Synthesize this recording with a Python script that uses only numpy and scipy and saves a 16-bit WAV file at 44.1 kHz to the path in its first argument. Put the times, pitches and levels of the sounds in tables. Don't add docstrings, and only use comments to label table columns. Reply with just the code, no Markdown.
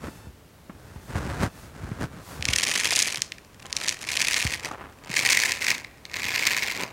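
import sys
import numpy as np
from scipy import signal
from scipy.io import wavfile
from scipy.ndimage import uniform_filter1d

SR = 44100
rng = np.random.default_rng(int(sys.argv[2]) if len(sys.argv) > 2 else 0)


def bounce(signal):
    frames = np.transpose(np.atleast_2d(signal))
    limited = np.clip(frames, -1, 1)
    pcm = np.round(limited * 32767).astype(np.int16)
    wavfile.write(sys.argv[1], SR, pcm)


N = 305172
TIME = np.arange(N) / SR


def gain_of(db):
    return 10 ** (np.asarray(db) / 20)


def evened(x):
    return x / np.sqrt(np.mean(x ** 2) + 1e-20)


def steadied(x, span_s):
    size = max(int(span_s * SR), 8)
    power = uniform_filter1d(uniform_filter1d(x ** 2, size), size // 2)
    return x / np.sqrt(abs(power) + 1e-12)


def add(mix, start_s, sound):
    part = mix[max(round(start_s * SR), 0):][:len(sound)]
    part += sound[:len(part)]


def response(points, size=4096):
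    freq_hz, level_db = np.transpose(points)
    hz = abs(np.fft.fftfreq(size, 1 / SR)) + 1
    octaves_below = np.maximum(np.log2(freq_hz[0] / hz), 0)
    octaves_above = np.maximum(np.log2(hz / freq_hz[-1]), 0)
    curve_db = np.interp(np.log(hz), np.log(freq_hz), level_db) - 12 * (octaves_below + octaves_above)
    log_gain = np.log(gain_of(np.maximum(curve_db, -90)))
    spectrum = np.exp(np.conj(signal.hilbert(log_gain)))
    return np.fft.ifft(spectrum).real[:size // 2]


def coloured(x, points):
    return signal.oaconvolve(x, response(points))[:len(x)]


def blended(x, turn_rad, tailgate, cab):
    return np.cos(turn_rad) * coloured(x, tailgate) + np.sin(turn_rad) * coloured(x, cab)


def along_bed(s):
    return np.pi / 2 * np.interp(s, [3.8, 6.2], [0, 1])


def grains(per_s, spread_db):
    size = gain_of(spread_db * np.clip(rng.standard_normal(N), -2, 2))
    return size * rng.choice([-1, 1], N) * (rng.random(N) < per_s / SR)


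def strokes(table, arch_db, edge_db_per_s):
    power = np.zeros(N)
    for start_s, end_s, level_db in table:
        from_middle_s = abs(TIME - (start_s + end_s) / 2)
        half_s = abs(end_s - start_s) / 2
        arch = np.minimum(from_middle_s / half_s, 1) ** 2
        beyond_s = np.clip(from_middle_s - half_s, 0, 1)
        power += gain_of(level_db - arch_db * arch - edge_db_per_s * beyond_s) ** 2
    return np.sqrt(power)


# freq_hz, level_db
GARAGE_COLOUR = [(25, -4.5), (80, 3.5), (170, -3.5), (620, -11.5), (1500, -17.5), (3400, -23.5),
                 (16000, -31)]


def garage_floor(level_db=-51.0):
    return gain_of(level_db) * evened(coloured(rng.standard_normal(N), GARAGE_COLOUR))


BUZZ_HZ = 886
# start_s, length_s, level_db
BUZZES = [(0, .29, -58), (0.886, 0.29, -66), (1.49, 0.16, -60.5)]


def focus_buzz(rolloff=0.58, fade_s=0.0085, count=14):
    buzz = np.zeros(N)
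    for k in range(1, count):
        buzz += np.cos(2 * np.pi * k * (BUZZ_HZ * TIME + rng.random())) / k ** rolloff
    runs = np.zeros(N)
    for start_s, length_s, level_db in BUZZES:
        to_edge_s = np.minimum(TIME - start_s, start_s + length_s - TIME)
        runs += gain_of(level_db) * np.clip(to_edge_s / fade_s, 0, 1)
    return runs * evened(buzz)


RUB_ARCH_DB, RUB_EDGE_DB_PER_S, RUMBLE_OVER_SCRAPE_DB = 5, 515, 3.5
# start_s, end_s, scrape_db
RUBS = [(.025, .09, -40), (.11, .3, -54), (.74, 1.1, -53), (1.09, 1.13, -40), (1.145, 1.2, -33),
        (1.2, 1.39, -35.5), (1.405, 1.463, -27), (1.53, 1.75, -50.5), (1.75, 2.0, -44), (2.01, 2.05, -30.5),
        (2.11, 2.23, -46), (2.3, 2.6, -44.5)]
# freq_hz, level_db
RUMBLE_COLOUR = [(25, -15), (60, 3), (170, -2.5), (280, -10.5), (600, -44.5)]
# freq_hz, level_db
SCRAPE_COLOUR = [(120, -16), (280, 0.5), (480, 1), (750, -2), (1000, -3), (1550, -2), (2000, -8.5),
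                 (3300, -17), (8000, -21), (16000, -36)]


def handling(slips_per_s=750, glide=0.56):
    slips = evened(grains(slips_per_s, 3.6)) + glide * rng.standard_normal(N)
    rumble = gain_of(RUMBLE_OVER_SCRAPE_DB) * steadied(coloured(slips, RUMBLE_COLOUR), 0.04)
    scrape = steadied(coloured(slips, SCRAPE_COLOUR), 0.12)
    return strokes(RUBS, RUB_ARCH_DB, RUB_EDGE_DB_PER_S) * (rumble + scrape)


BUMP_SAG_HZ, BUMP_SAG_S, BUMP_RING_S = 160, 0.0044, 0.022
# start_s, swing_db, pitch_hz, scuff_ratio
BUMPS = [(.04, -26.5, 405, 0.22), (.082, -26.5, 200, 0.24), (.27, -31.5, 60, 0.12), (.696, -30, 157, 0.47),
         (.96, -30.5, 60, 0.17), (1.154, -20, 70, 0.35), (1.834, -25, 55, 0.039), (1.916, -21.5, 80, 0.15),
         (2.394, -26, 70, 0.075), (2.489, -21.5, 54, 0.15), (2.924, -24.5, 596, 0.54),
         (3.182, -36.5, 100, 0.38), (3.65, -40.5, 168, 1.7), (4.451, -19, 62, 0.14),
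         (4.712, -30, 1120, 0.22), (5.099, -26.5, 113, 0.14), (6.25, -34, 86, .1)]
# freq_hz, level_db
VINYL_COLOUR = [(35, -15), (80, 2), (250, 3.5), (450, 4), (700, 3), (1080, 5), (1400, 2), (2500, -6.5),
                (8000, -43)]


def bumps(cycles=5, contact_s=0.008):
    out, t = np.zeros(N), np.arange(SR // 4) / SR
    noises = rng.standard_normal((len(BUMPS), len(t)))
    for (start_s, swing_db, pitch_hz, scuff_ratio), noise in zip(BUMPS, noises):
        turns = np.cumsum(pitch_hz + BUMP_SAG_HZ * np.exp(-t / BUMP_SAG_S)) / SR
        t60_s = BUMP_RING_S + cycles / pitch_hz
        swing = np.sin(2 * np.pi * turns) * np.exp(-np.log(1000) * t / t60_s)
        scuff = evened(coloured(noise, VINYL_COLOUR)) * np.exp(-t / contact_s)
        add(out, start_s, gain_of(swing_db) * (swing + scuff_ratio * scuff))
    return out


# middle_s, level_db
SWISHES = [(.13, -55.5), (.87, -64), (1.08, -56), (1.61, -53.5), (2.32, -48)]
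# freq_hz, level_db
CLOTH_COLOUR = [(1500, -5), (4000, -0.5), (9000, -2.5), (16000, -8)]


def sleeve(swish_s=0.093):
    swell = sum(gain_of(level_db) * np.exp(-((TIME - middle_s) / swish_s) ** 2)
                for middle_s, level_db in SWISHES)
    return swell * evened(coloured(rng.standard_normal(N), CLOTH_COLOUR))


PULL_ARCH_DB, PULL_EDGE_DB_PER_S = 8, 241
FOLD_ARCH_DB, FOLD_EDGE_DB_PER_S = 0.5, 190
CRACK_TAILGATE_DB, CRACK_CAB_DB = 0, -3.5
RUSTLE_DB, RUSTLE_EXPONENT = -24.5, 0.57
# start_s, end_s, level_db
PULLS = [(2.48, 3.16, -27.5), (3.60, 3.72, -48.5), (3.78, 3.95, -34), (3.98, 4.06, -41.5),
         (4.08, 4.55, -27), (4.635, 4.675, -32.5), (5.14, 5.53, -22.5), (5.62, 5.745, -23),
         (6.16, 6.78, -26.5), (6.80, 6.85, -31)]
# start_s, end_s, level_db
FOLDS = [(2.3, 2.34, -44.5), (2.68, 2.88, -42.5), (3.76, 3.88, -46.5), (4.66, 4.72, -39.5),
         (4.73, 4.85, -41), (5.07, 5.11, -44.5), (5.23, 5.27, -46), (5.69, 5.73, -49), (6.81, 6.85, -36)]


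def peeling(slack_db=-65):
    slack = gain_of(slack_db) * (TIME > PULLS[0][0])
    ring = np.hypot(strokes(PULLS, PULL_ARCH_DB, PULL_EDGE_DB_PER_S), slack)
    crack_over_ring_db = CRACK_TAILGATE_DB + (CRACK_CAB_DB - CRACK_TAILGATE_DB) * np.sin(along_bed(TIME))
    crack = ring * gain_of(crack_over_ring_db)
    folds = strokes(FOLDS, FOLD_ARCH_DB, FOLD_EDGE_DB_PER_S)
    rustle = np.hypot(gain_of(RUSTLE_DB) * ring ** RUSTLE_EXPONENT, folds)
    return rustle, ring, crack


def hook(hz, cycles):
    t = np.arange(128) / SR
    return np.cos(2 * np.pi * hz * t) * np.exp(-t * hz / cycles)


# freq_hz, level_db
CRACK_NEAR_TAILGATE = [(1300, -37), (2800, -1.5), (4500, 0.5), (6500, 0.5), (8000, -3.5), (9000, -2.5),
                       (11000, -8.5), (16000, -22)]
CRACK_NEAR_CAB = [(1300, -12.5), (3300, 0.5), (4600, 2), (5900, -1.5), (7000, -2), (9000, -8.5),
                  (11000, -11.5), (12200, -8), (16000, -11)]
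# freq_hz, level_db
RING_NEAR_TAILGATE = [(700, -49), (1400, -19.5), (1800, -2), (2350, 1.5), (3100, -4), (5000, -33)]
RING_NEAR_CAB = [(700, -47), (1050, -11.5), (1350, -19.5), (1700, -6), (2200, 2), (2650, -3), (4500, -37)]


def tearing(bursts_per_s=150, burst_s=0.0013, hooks_per_s=5500, stray_per_s=1800, hook_spread_db=-1.0,
            cab_stray_db=3, colour_db=-1.5, steady_db=-38, count=10):
    burst_spread_db, stray_db = 2.2, -11
    rustle_gain, ring_gain, crack_gain = peeling()
    busy = np.minimum(np.sqrt(ring_gain / gain_of(steady_db)), 1)
    starts_s = np.cumsum(rng.gamma(2, 0.5, 2000)) / bursts_per_s
    at = (starts_s[starts_s < TIME[-1]] * SR).astype(int)
    size, colour = np.clip(rng.standard_normal((len(starts_s), 2)), -2, 2)[:len(at)].T
    happens = rng.random(len(starts_s))[:len(at)] < busy[at]
    sizes = gain_of(burst_spread_db * size) * happens
    swell = np.exp(-(np.linspace(-0.01, 0.01, SR // 50) / burst_s) ** 2)

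    turn_rad = along_bed(TIME)
    stray_gain = gain_of(stray_db + cab_stray_db * np.sin(turn_rad)) * busy
    strays = stray_gain * grains(stray_per_s, hook_spread_db)
    crowd = grains(hooks_per_s, hook_spread_db)

    def released(side):
        peaks = np.bincount(at, sizes * gain_of(side * colour_db * colour), N)
        return strays + crowd * signal.oaconvolve(peaks, swell, "same")

    tugs, cracks = released(0.5), released(-0.5)
    kind = rng.integers(0, count, N)
    swings = np.zeros(N)
    for k, hz in enumerate(np.geomspace(2800, 13000, count)):
        swings += signal.oaconvolve(cracks * (kind == k), evened(hook(hz, 0.44)))[:N]
    crack = steadied(blended(swings, turn_rad, CRACK_NEAR_TAILGATE, CRACK_NEAR_CAB), 0.085)
    ring = steadied(blended(tugs, turn_rad, RING_NEAR_TAILGATE, RING_NEAR_CAB), 0.07)
    crumples = evened(grains(400, 2.3))
    rustle = steadied(coloured(evened(tugs) + 1.66 * crumples, VINYL_COLOUR), 0.26)
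    return rustle_gain * rustle + ring_gain * ring + crack_gain * crack


SNAP_HZ, SNAP_AT_DB, SNAP_DB_PER_OCTAVE = 5470, -23.5, 18.5
# start_s, ring_db, crack_db (rms over 10 ms), span_s (sets hook count and spread)
SNAPS = [(2.4254, -29.5, -31.5, 0.00026), (2.454, -27.5, -24.5, .0004), (2.4867, -25, -27.5, .0008),
         (2.534, -22, -23, 0.0024), (2.56, -26, -21, 0.0033), (2.585, -29, -23.5, .003),
         (2.6344, -29, -22, 0.0047), (2.9331, -38, -24, .0035), (2.96, -33, -19, .0045),
         (2.991, -43, -19.5, .0001), (3, -27.5, -23, .003), (3.021, -27, -18.5, .006),
         (3.084, -31, -31, 0.0021), (3.1585, -40, -30, .0003), (3.22, -31.5, -21.5, .0001),
         (3.383, -43.5, -47, 0.0011), (3.3208, -33.5, -35, .0004), (3.728, -34, -26.5, .0003),
         (3.767, -33.5, -23, 0.00072), (3.8832, -31, -22.5, 0.0032), (3.8926, -28.5, -22, .0001),
         (4.089, -28.5, -31.5, 0.0021), (4.168, -24, -23.5, 0.0045), (4.2178, -24, -23, 0.00085),
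         (4.3428, -24.5, -24, 0.0032), (4.5371, -26.5, -32, .0006), (5.165, -20, -22.5, .006),
         (5.3, -22, -20, .0054), (5.321, -31, -20, .005), (5.4006, -28, -24.5, .001),
         (5.52, -27.5, -24, .0013), (5.8464, -36.5, -41, 0.0013), (6.0534, -41, -37.5, .001),
         (6.141, -29, -32.5, 0.0029), (6.4685, -21, -19.5, 0.0046)]


def snaps(hooks_per_s=2200, weak_db=-19, run_db=-7, count=16):
    cycles, spread_ratio = 0.63, 1.6
    out, size, lead_s = np.zeros(N), SR // 100, 0.003
    chances = rng.random((len(SNAPS), count, 3))
    for (start_s, ring_db, crack_db, span_s), chance in zip(SNAPS, chances):
        snap_hz = SNAP_HZ * 2 ** ((crack_db - SNAP_AT_DB) / SNAP_DB_PER_OCTAVE)
        pulls, swings = np.zeros((2, SR // 20))
        for k, (when, strength, detune) in enumerate(chance[:int(span_s * hooks_per_s) + 4]):
            is_weak, is_run = k < 3, k > 3
            pull = gain_of(weak_db * is_weak + run_db * strength * is_run) * (-1) ** k
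            delay_s = 2 * lead_s * when if is_weak else lead_s + 1.3 * span_s * when * is_run
            hook_hz = snap_hz * spread_ratio ** ((2 * detune - 1) * is_run)
            add(pulls, delay_s, np.array([pull]))
            add(swings, delay_s, pull * hook(hook_hz, cycles))
        turn_rad = along_bed(start_s)
        crack = blended(swings, turn_rad, CRACK_NEAR_TAILGATE, CRACK_NEAR_CAB)
        ring = blended(pulls, turn_rad, RING_NEAR_TAILGATE, RING_NEAR_CAB)
        for level_db, sound in (ring_db, ring), (crack_db, crack):
            add(out, start_s - lead_s, gain_of(level_db) * sound * np.sqrt(size) / np.linalg.norm(sound))
    return out


def garage(x, near_db=-16, tail_db=-24, near_s=0.036, tail_t60_s=0.83):
    t = np.arange(SR) / SR
    taps = rng.standard_normal(SR) * (rng.random(SR) < 2000 / SR) * (t > 0.002)
    near = taps * np.exp(-t / near_s)
    dull = signal.lfilter(*signal.butter(1, 1500, fs=SR), taps[::-1])
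    tail = dull * gain_of(-60 * t / tail_t60_s)
    echoes = gain_of(near_db) * near / np.linalg.norm(near) + gain_of(tail_db) * tail / np.linalg.norm(tail)
    return x + signal.oaconvolve(x, echoes)[:N]


def scene():
    floor = garage_floor()
    in_room = garage(tearing() + snaps() + bumps())
    return (in_room + handling() + sleeve() + focus_buzz() + floor)[None]


def record(dry, bass_cut_hz=38, edge_hz=15950):
    lean = signal.lfilter(*signal.butter(2, bass_cut_hz, "high", fs=SR), dry)
    band_limit = signal.firwin(511, edge_hz, window=("kaiser", 9), fs=SR)
    return signal.oaconvolve(lean, band_limit[None], "same")


dry = scene()
out = record(dry)
bounce(out)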